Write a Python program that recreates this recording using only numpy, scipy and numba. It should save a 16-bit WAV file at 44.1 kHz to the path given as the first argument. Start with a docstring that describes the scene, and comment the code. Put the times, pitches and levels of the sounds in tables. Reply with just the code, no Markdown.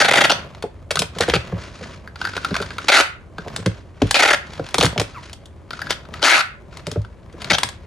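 """Packing tape pulled over a box

Tape comes off a handheld plastic dispenser in jerks, is pressed onto a cardboard box and torn at the blade.
Glue lets go in bursts of tiny noise pulses that ring resonances; single snaps and ticks are cracks of noise.
Palms thud on the box as sums of fading sines; filtered grains make the film rustle and the box scrape on
a wooden table. A finger squeaks in a small room with a low rumble; a phone close by limits the loudest moments."""
import sys
import numpy as np
from scipy import signal
from scipy.fft import rfft, irfft, next_fast_len
from scipy.io import wavfile
from scipy.ndimage import uniform_filter1d, minimum_filter1d
from numba import njit

SR = 44100
rng = np.random.default_rng(int(sys.argv[2]) if len(sys.argv) > 2 else 0)


def volts(x):
    """Linear amplitude factor 10**(x/20) for a level x in dB, scalar or array-like."""
    e = np.asarray(x, float) / 20
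    return 10 ** e


def master(y):
    """Save y as 16-bit WAV."""
    cut = np.clip(np.atleast_2d(y).T, -1, 1)
    pcm = np.round(cut * 32767)  # scale
    wavfile.write(sys.argv[1], SR, pcm.astype(np.int16))


N = 346626
T = np.arange(N) / SR  # seconds


def unit(x):
    """Scaled to rms 1."""
    return x / np.sqrt(np.mean(x ** 2))


def on_log(table, hz):
    """Table of (Hz, value) read on a log-frequency axis."""
    f, v = np.transpose(table)
    return np.interp(np.log(hz + 1), np.log(f + 1), v)


def colour(x, table):
    """Causal (minimum-phase) filter with the spectrum of (Hz, dB) points."""
    cepstrum = irfft(on_log(table, np.fft.rfftfreq(4096, 1 / SR)) * np.log(10) / 20)
    # folding the cepstrum makes the filter respond only after its input
    cepstrum[1:2048] *= 2
    cepstrum[2049:] = 0
    response = irfft(np.exp(rfft(cepstrum)))
    return signal.fftconvolve(x, response)[:len(x)]


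def ring(x, modes):
    """Sum of (Hz, width Hz, dB) resonances with alternating sign."""
    out = 0
    for k, (hz, width, db) in enumerate(modes):
        peak = signal.iirpeak(hz, hz / width, SR)
        out = out + (-1) ** k * volts(db) * signal.lfilter(*peak, x)
    return out


def band(x, lo_hz, hi_hz):
    """Band-pass."""
    return signal.sosfilt(signal.butter(2, [lo_hz, hi_hz], "band", fs=SR, output="sos"), x)


def add(out, s, piece):
    """Mix a piece in at s seconds."""
    i = int(s * SR)
    out[i:i + len(piece)] += piece[:N - i]


def crackle(size, per_s, spread_db):
    """Sparse clicks of very uneven size."""
    happens = rng.random(size) < per_s / SR
    return happens * rng.standard_normal(size) * volts(spread_db * rng.exponential(size=size))


def strokes(table, rise, fall, rest_db):
    """Gain of movements that rise, hold and fall at set dB per second, above a resting level."""
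    gain = volts(rest_db)
    for s, end, db in table:
        gain = gain + volts(db - rise * np.maximum(s - T, 0) - fall * np.maximum(T - end, 0))
    return gain


# Colour of the room's steady noise. Each row: frequency in Hz, relative level in dB per Hz.
RUMBLE_COLOUR = [(15, -37.5), (25, -2.5), (80, 7.5), (185, -11.5), (270, -12.5), (344, -10.5),
                 (2220, -38.5), (5430, -51), (6380, -45), (10400, -49.5), (16000, -90)]


def rumble():
    """Steady building noise, nearly the same left and right."""
    mid, side = (colour(rng.standard_normal(N), RUMBLE_COLOUR) for _ in range(2))
    difference = band(side, 90, 15000) * 0.44 * np.array([[1], [-1]])
    return volts(-40.5) * unit(mid + difference)


# How long the room rings on. Each row: frequency in Hz, time to fade by 60 dB in seconds.
ROOM_FADE = [(300, 0.17), (1800, 0.33), (5000, 0.22), (12000, 0.19)]


def room(x):
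    """Diffuse tail of noise whose fading time depends on pitch; its bass is more alike left and right."""
    t = np.arange(SR // 2) / SR
    tail = 0
    for hz in 100 * 2 ** np.arange(0, 7.3, .5):
        mid, side = (band(rng.standard_normal(len(t)), hz / 2 ** .25, hz * 2 ** .25) for _ in range(2))
        side_share = min(0.33 + hz / 630.0, 1)
        both = mid + side_share * side * np.array([[1], [-1]])
        tail = tail + volts(-60 * t / on_log(ROOM_FADE, hz)) * both
    # silent for 2 ms, then swelling in
    tail = tail * np.clip((t - .002) / 0.0017, 0, 1)
    tail = tail / np.sqrt(np.sum(tail ** 2) / 2)
    return signal.fftconvolve(x[None], tail, axes=1)[:, :N]


# Timing between the phone's two microphone ports. Each row: frequency in Hz, lead of the left in radians.
PORT_LEAD = [(0, 0), (1800, -.1), (2900, .8), (6500, .2), (8000, -2.1), (9700, -6.1), (12900, -10.4),
             (16000, -15.8)]
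# Loudness between the ports. Each row: frequency in Hz, left minus right in dB.
PORT_LEVEL = [(1300, 0), (2400, 1.5), (4400, 2.5), (8000, 0)]


def ports(x):
    """A near source reaches the two ports with a phase and level difference that depends on pitch."""
    size = next_fast_len(N)
    hz = np.fft.rfftfreq(size, 1 / SR)
    phase = np.exp(.5j * np.interp(hz, *np.transpose(PORT_LEAD)))
    lead = volts(on_log(PORT_LEVEL, hz) / 2) * phase
    spectrum = rfft(x, size)
    left = irfft(spectrum * lead, size)[:N]
    right = irfft(spectrum / lead, size)[:N]
    return np.array([left, right])


# A finger squeaks over the film. Each row: time in seconds, middle pitch in Hz, middle level in dB.
SQUEAK_PATH = [(5.146, 1442, -34), (5.166, 1150, -38.5), (5.184, 974, -31.5), (5.2, 924, -48)]


def squeak():
    """Stick-slip of skin: a gliding tone with its octave, breaking up as the grip wavers."""
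    s, hz, db = np.transpose(SQUEAK_PATH)
    grip = unit(uniform_filter1d(rng.standard_normal(N), size=120))
    phase = 2 * np.pi * np.cumsum(np.interp(T, s, hz) * (1 + .03 * grip)) / SR
    tone = np.sin(phase) + 0.3 * np.sin(2 * phase)
    sounding = (T > s[0]) & (T < s[-1])
    return volts(np.interp(T, s, db) + 4.9 * grip) * sounding * tone


# Hands handling the film. Each row: start in seconds, end in seconds, level in dB.
FILM_MOVES = [(.35, .6, -57), (1.165, 1.4, -38.5), (1.61, 1.64, -37), (1.76, 1.92, -42.5),
              (2.2, 2.72, -39.5), (2.82, 2.9, -39), (3.4, 3.48, -50.5), (3.545, 3.6, -44.5),
              (3.66, 3.79, -50.5), (4.03, 4.2, -40.5), (4.45, 5.28, -45), (5.74, 5.93, -43.5),
              (6.14, 6.3, -47.5), (6.73, 6.8, -51.5), (6.87, 6.97, -52), (7.05, 7.08, -70),
              (7.41, 7.7, -44)]
# Colour of the rustling film. Each row: frequency in Hz, relative level in dB per Hz.
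RUSTLE_COLOUR = [(300, 10), (800, -4), (1400, 4), (2000, 0.5), (4300, -2), (7000, -8.5), (10000, -17),
                 (15000, -80)]
# Ringing of the plastic dispenser, also used below. Each row: frequency in Hz, width in Hz, level in dB.
DISPENSER_MODES = [(1379, 240, 4), (1560, 222, 7), (3580, 100, -14.5), (4847, 270, -12)]
# The box pressed or pushed along the table. Each row: start in seconds, end in seconds, level in dB.
BOX_MOVES = [(.01, .3, -28), (1.16, 1.4, -41.5), (1.53, 1.58, -37.5), (1.86, 1.92, -46.5),
             (2.52, 2.62, -39.5), (3.44, 3.6, -43), (4.04, 4.75, -47), (4.79, 4.88, -44.5),
             (5.82, 5.92, -46.5), (6.14, 6.25, -42.5), (6.74, 6.8, -47.5), (7.43, 7.5, -37.5)]
# Ringing of the box, also used for the thuds.
# Each row: frequency in Hz, level in dB, time to fade by 60 dB in seconds (here it sets the width).
BOX_MODES = [(66.3, -10.5, 0.26), (103.1, -2, 0.17), (168, 2, 0.081), (259.3, -3, 0.054),
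             (361, -0.5, 0.049), (446.6, 5.5, 0.041), (528, 5.5, 0.033), (660.5, -1, 0.032),
             (920, -11, 0.033), (1212, -19, 0.03)]


def rubbing():
    """Film crinkles in fine grains and shakes the dispenser; the box scrapes through its own modes."""
    # grains come in patches a few milliseconds long
    patches = uniform_filter1d(np.abs(crackle(N, per_s=300., spread_db=2.0)), size=300)
    grains = (unit(patches) + 0.82) * rng.standard_normal(N)
    film = unit(colour(grains, RUSTLE_COLOUR))
    shaken = unit(ring(grains, DISPENSER_MODES))
    rustle = unit(film + 0.087 * shaken) * strokes(FILM_MOVES, rise=452.5, fall=170, rest_db=-76.5)
    bumps = unit(crackle(N, per_s=150., spread_db=2.5)) + .8 * rng.standard_normal(N)
    hollow = unit(ring(bumps, [(hz, 10.0 / t60, db) for hz, db, t60 in BOX_MODES]))
    grit = volts(-12) * unit(band(grains, 560, 2270))
    scrape = (hollow + grit) * strokes(BOX_MOVES, rise=206, fall=101, rest_db=-50.5)
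    return rustle + scrape


# Palm and dispenser on the box. Each row: time in seconds, peak of the box ringing in dB, contact in ms.
BOX_HITS = [(0.638, -12, 0.17), (0.91, -21.5, 0.67), (0.957, -25.5, 2.8), (0.994, -19, 1.5),
            (1.019, -18.5, 0.79), (1.16, -22, 1.2), (1.204, -7, 0.5), (1.281, -8.5, 1.6), (1.334, -8, 1.3),
            (1.356, -11, 1.8), (1.523, -13, 2), (1.808, -25, 1.2), (2.365, -25.5, 0.83),
            (2.509, -13.5, 2.36), (2.6, -16, 1.57), (3.384, -22, 1), (3.462, -24.5, 0.31),
            (3.582, -21, 2.7), (3.659, -7, 1.76), (4.017, -3, 1.55), (4.042, -18, 3.4),
            (4.594, -13.5, 0.72), (4.746, -17.5, 0.55), (4.784, -8.5, 1.7), (4.812, -17, 0.57),
            (4.828, -5, 2.23), (4.852, -10, 1.9), (4.96, -17, 0.51), (4.977, -14.5, 1.14),
            (4.999, -13.5, 0.59), (6.867, -19.5, 0.56), (6.916, -22.5, 1.5), (6.958, -12, 2.4),
            (7.34, -30, 0.62), (7.511, -14, 2.7), (7.631, -29, 0.99)]


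def thuds():
    """Fingers land one after another on the box; bending waves bring the low modes late."""
    slap_db, slap_ms = -13, 5.1  # skin slapping the cardboard: level against the blow, fading time
    out = np.zeros(N)
    t = np.arange(16384) / SR
    for s, db, ms in BOX_HITS:
        chance = rng.standard_normal((len(BOX_MODES), 3))
        body = 0
        for (hz, mode_db, t60), (a, b, c) in zip(BOX_MODES, chance):
            late = np.maximum(t - 0.122 / np.sqrt(hz), 0)
            # a brief tap hardly moves the large, low modes
            swell = (1 - np.exp(-late * hz * 2.25)) / (1 + (54.0 / (hz * ms)) ** 2)
            fade = volts(mode_db + 2.1 * a - 60 * late / t60)
            body = body + swell * fade * np.sin(2 * np.pi * hz * (1 + 0.087 * b) * late + 2 * c)
        fingers = crackle(600, per_s=250., spread_db=-2.5) * 0.69
        fingers[0] = 1
        push = np.convolve(fingers, np.hanning(int(max(ms, .2) * SR / 1000) + 2))
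        blow = signal.fftconvolve(body, push)
        slap = band(rng.standard_normal(2048) * np.exp(-t[:2048] * 1000 / slap_ms), 450, 1330)
        # the blow starts 4 ms early because its modes arrive late
        add(out, s - .004, volts(db) * blow / np.abs(blow).max())
        add(out, s, volts(db + slap_db) * slap / np.abs(slap).max())
    return out


# Film and glue cracking on the box or at the blade. Each row: time in seconds, peak in dB, brightness in dB.
CRACKS = [(0.5482, -28, -41), (0.6242, -16.5, -5), (0.9068, -6.5, -18.5), (0.9125, -9.5, -0.5),
          (0.956, -3, 1.5), (0.991, 1.5, 14.5), (1.019, -6, -4.5), (1.1848, -11.5, 1.5), (1.2074, 2.5, -3),
          (1.2975, -4.5, -46), (1.3369, -3.5, -54), (1.4719, -26.5, -30.5), (1.287, -15.5, 0.5),
          (2.3658, -9.5, -15), (2.5423, -8.5, -26.5), (2.5641, -8.5, -31), (2.616, -22, 12.5),
          (3.4811, -25, -18), (3.562, -10, 4), (3.6602, -8, -11), (4.0187, -10, -39), (4.0698, -22.5, 6),
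          (4.1095, -1.5, 3.5), (4.1432, 15, -52.5), (4.534, -23, -12.5), (4.5535, -28.5, -17),
          (4.665, -22.5, -16), (4.6877, -22, -4.5), (4.7083, -31, 1.5), (4.7427, -3, -5),
          (4.7528, -19.5, 14), (4.7826, 2.5, 1.5), (4.802, -10, 6), (4.8097, 2, -26), (4.8268, 0, -1.5),
          (4.8341, 3, -2.5), (4.846, -1.5, -11), (4.8537, -4, 16), (4.8623, -5, -5.5),
          (4.9776, -8.5, -41.5), (4.9974, -6, -3.5), (5.015, -7.5, -3), (5.2314, -28, -11),
          (5.2956, -27.5, -10), (5.33, -22.5, 7), (5.4567, -31.5, 9), (5.906, -5, -5.5), (6.7705, -19, -2),
          (6.8676, -13, 1.5), (6.9144, -16.5, 8), (7.017, -37, 0), (7.3264, -40, 29), (7.4179, -18, -4.5),
          (7.4441, -15, -7.5), (7.5833, -4, -2.5), (7.6323, -0.5, -2), (7.688, -17.5, 3.5)]
# A nail or the tape end ticks the dispenser. Each row: time in seconds, peak in dB.
DISPENSER_TICKS = [(0.97, -5.5), (2.0744, -22.5), (2.157, -24), (2.214, -11), (2.222, -32), (2.2417, -21),
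                   (2.2504, -7.5), (2.27, -17.5), (2.287, -25), (2.3346, -20.5), (2.3523, -24),
                   (2.376, -15.5), (2.4301, -25), (2.4462, -9), (2.5075, -22), (2.5516, -9),
                   (2.5837, -21.5), (2.6012, -16), (2.6232, -14), (2.705, -21), (2.7822, -12.5),
                   (3.3826, -17.5), (4.5948, -24.5), (5.706, -18), (5.7314, -20), (5.7912, -20),
                   (5.8165, -15.5), (5.868, -19), (6.052, -31), (6.1388, -18), (6.194, -27.5),
                   (7.0474, -28.5)]
# Colour of the bright part of a crack. Each row: frequency in Hz, relative level in dB per Hz.
FILM_COLOUR = [(1500, -18), (3000, 5.5), (4000, 3.5), (6000, -1.5), (8500, -0.5), (11000, -12.5),
               (15000, -23.5)]


def snaps():
    """Glue or film gives way, or a nail ticks: a crack, finer crackle after it, and the plastic frame's ring."""
    out = np.zeros(N)
    t = np.arange(3072) / SR * 1000  # ms
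    # brightness and ring in dB: snaps hardly ring the frame, ticks ring it strongly
    touches = [(s, db, bright_db, -26) for s, db, bright_db in CRACKS]
    touches += [(s, db, -15, 8) for s, db in DISPENSER_TICKS]
    for s, db, bright_db, ring_db in touches:
        crack = rng.standard_normal(3072) * np.minimum(t / 1.15, 1) * np.exp(-t / 3.24)
        crack += 0.83 * crackle(3072, per_s=1400.0, spread_db=2.0) * np.exp(-t / 9.6)
        # each touch lands elsewhere on the frame and wakes its modes differently
        chance = rng.standard_normal(len(DISPENSER_MODES))
        frame = [(hz, w, g + 4. * c) for (hz, w, g), c in zip(DISPENSER_MODES, chance)]
        mix = volts(2.0) * unit(band(crack, 490, 3620))
        mix = mix + volts(bright_db) * unit(colour(crack, FILM_COLOUR))
        mix = mix + volts(ring_db) * unit(ring(crack, frame))
        add(out, s, volts(db) * mix / np.abs(mix).max())
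    return out


# Tape letting go in a burst.
# Each row: start in seconds, end in seconds, level in dB before the band-pass, ring of the free span in Hz.
TAPE_BURSTS = [(0.001, 0.024, -1.5, 1810), (0.044, 0.063, -10.5, 2250), (0.081, 0.097, -9, 2070),
               (0.109, 0.115, -7, 2000), (0.119, 0.127, -13, 1960), (0.133, 0.143, 0.5, 1980),
               (0.155, 0.164, -7, 2020), (0.17, 0.192, -5.5, 1970), (0.205, 0.222, -3.5, 1930),
               (0.238, 0.258, -4, 1930), (0.294, 0.307, -6.5, 2830), (0.312, 0.324, -8, 3100),
               (1.207, 1.239, -20, 1910), (1.277, 1.322, -29.5, 2100), (1.339, 1.366, -17.5, 2450),
               (2.883, 2.9, -2, 2320), (2.917, 2.958, 2, 2100), (2.956, 2.997, -3.5, 1560),
               (2.998, 3.013, -4.5, 1610), (4.152, 4.168, -4.5, 2290), (4.191, 4.212, -6, 2160),
               (4.221, 4.24, -5, 1940), (4.248, 4.263, -6, 1980), (4.273, 4.296, -11.5, 2100),
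               (4.3, 4.32, -9.5, 1810), (4.328, 4.349, -10.5, 1900), (5.895, 5.931, -26, 3050),
               (6.217, 6.224, -25.5, 1600), (6.225, 6.23, -7.5, 2980), (6.235, 6.252, -9.5, 3100),
               (6.244, 6.287, 6.5, 1650), (6.279, 6.327, 3.5, 2160), (6.321, 6.358, -11, 2330),
               (6.356, 6.414, -12, 1540), (7.499, 7.523, -12, 2100), (7.528, 7.556, -15, 3230)]
# Ringing of the tape roll. Each row: frequency in Hz, width in Hz, level in dB.
ROLL_MODES = [(343, 314, 2.5), (584, 73, 11), (842, 177, 4.5)]


def slips():
    """While the glue line runs it tears in uneven pulses that ring the free span, the roll and the dispenser."""
    out = np.zeros(N)
    t = np.arange(4096) / SR * 1000  # ms
    pull = last = -1
    for s, end, db, hz in TAPE_BURSTS:
        ms = (end - s) * 1000
        # a pause of more than 0.2 s starts a new pull
        pull, last = s if s - last > .2 else pull, end
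        body_db = -1 - 0.2236 * ms  # short jerks shake the roll most, long runs least
        bright_db = -20.5 + 11.5 * np.exp((pull - s) / .05)  # brighter as a pull starts
        running = np.clip(t / 2.6, .2, 1) * np.exp(-np.maximum(t - ms, 0) / 1.2)
        gap, size = rng.standard_normal((2, 160))
        tears = np.zeros(4096)
        waits = np.exp(.4 * gap)
        when = (np.cumsum(waits) - waits[0]) * SR / 750.  # a typical wait is 1/750 s
        tears[when[when < 4096].astype(int)] = volts(3.1 * size[when < 4096])
        # every tear is one jolt followed by a spray of glue fibres fading within about a millisecond
        spray = signal.lfilter([1], [1, -np.exp(-1000 / (.4 * SR))], tears) + .3
        glue = running * (2.2 * tears + spray * rng.standard_normal(4096))
        span = ring(glue, [(hz, 300, 0), (2 * hz, 600, -11), (2200, 2500, -10)])
        span = span + volts(-3.0) * ring(glue, DISPENSER_MODES)
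        mix = unit(span) + volts(body_db) * unit(ring(glue, ROLL_MODES))
        mix = mix + volts(bright_db) * unit(band(glue, 2630, 5320))
        add(out, s, volts(db) * mix / np.sqrt(np.mean(mix[t < ms] ** 2)))
    # twice, for steeper edges
    return band(band(out, 250, 12000), 250, 12000)


# Where the hands work. Each row: time in seconds, left minus right in dB.
HANDS_SIDE = [(0, 0), (5.3, 0), (5.8, 2.5), (7.86, 2.5)]


def scene():
    """Tape and hands near the phone, the box below them, all in the room."""
    pan_db = np.interp(T, *np.transpose(HANDS_SIDE)) / 2
    background = rumble()
    box = thuds()
    tape = squeak() + rubbing() + snaps() + slips()
    near = ports(tape) * volts(np.array([pan_db, -pan_db]))
    echoes = volts(-11.5) * room(tape) + volts(-12.5) * room(box)
    return near + box + echoes + background


@njit
def follow(x, attack, release):
    """Envelope that rises fast and falls slowly."""
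    e, out = 0., np.empty(len(x))
    for i in range(len(x)):
        e += (x[i] - e) * (attack if x[i] > e else release)
        out[i] = e
    return out


def roll_off(x):
    """The treble ends steeply here."""
    return signal.sosfilt(signal.butter(12, 16460, fs=SR, output="sos"), x)


def record(dry):
    """The phone cuts the deepest bass, turns its gain down on loud bursts and holds the peaks at full scale."""
    sound = signal.sosfilt(signal.butter(2, 45., "high", fs=SR, output="sos"), dry)
    # reacts within about 4 ms, recovers over about 70 ms
    loudness = follow(np.abs(sound).max(axis=0), 1 / (.004 * SR), 1 / (.07 * SR))
    sound = sound * np.minimum(1, volts(-13.5) / (loudness + 1e-9)) ** 0.25
    # the limiter looks a few milliseconds ahead
    headroom = minimum_filter1d(np.minimum(1, 1 / (np.abs(sound).max(axis=0) + 1e-9)), size=260)
    limited = np.clip(sound * uniform_filter1d(headroom, size=200), -1, 1)
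    return roll_off(limited)


dry = scene()
out = record(dry)
master(out)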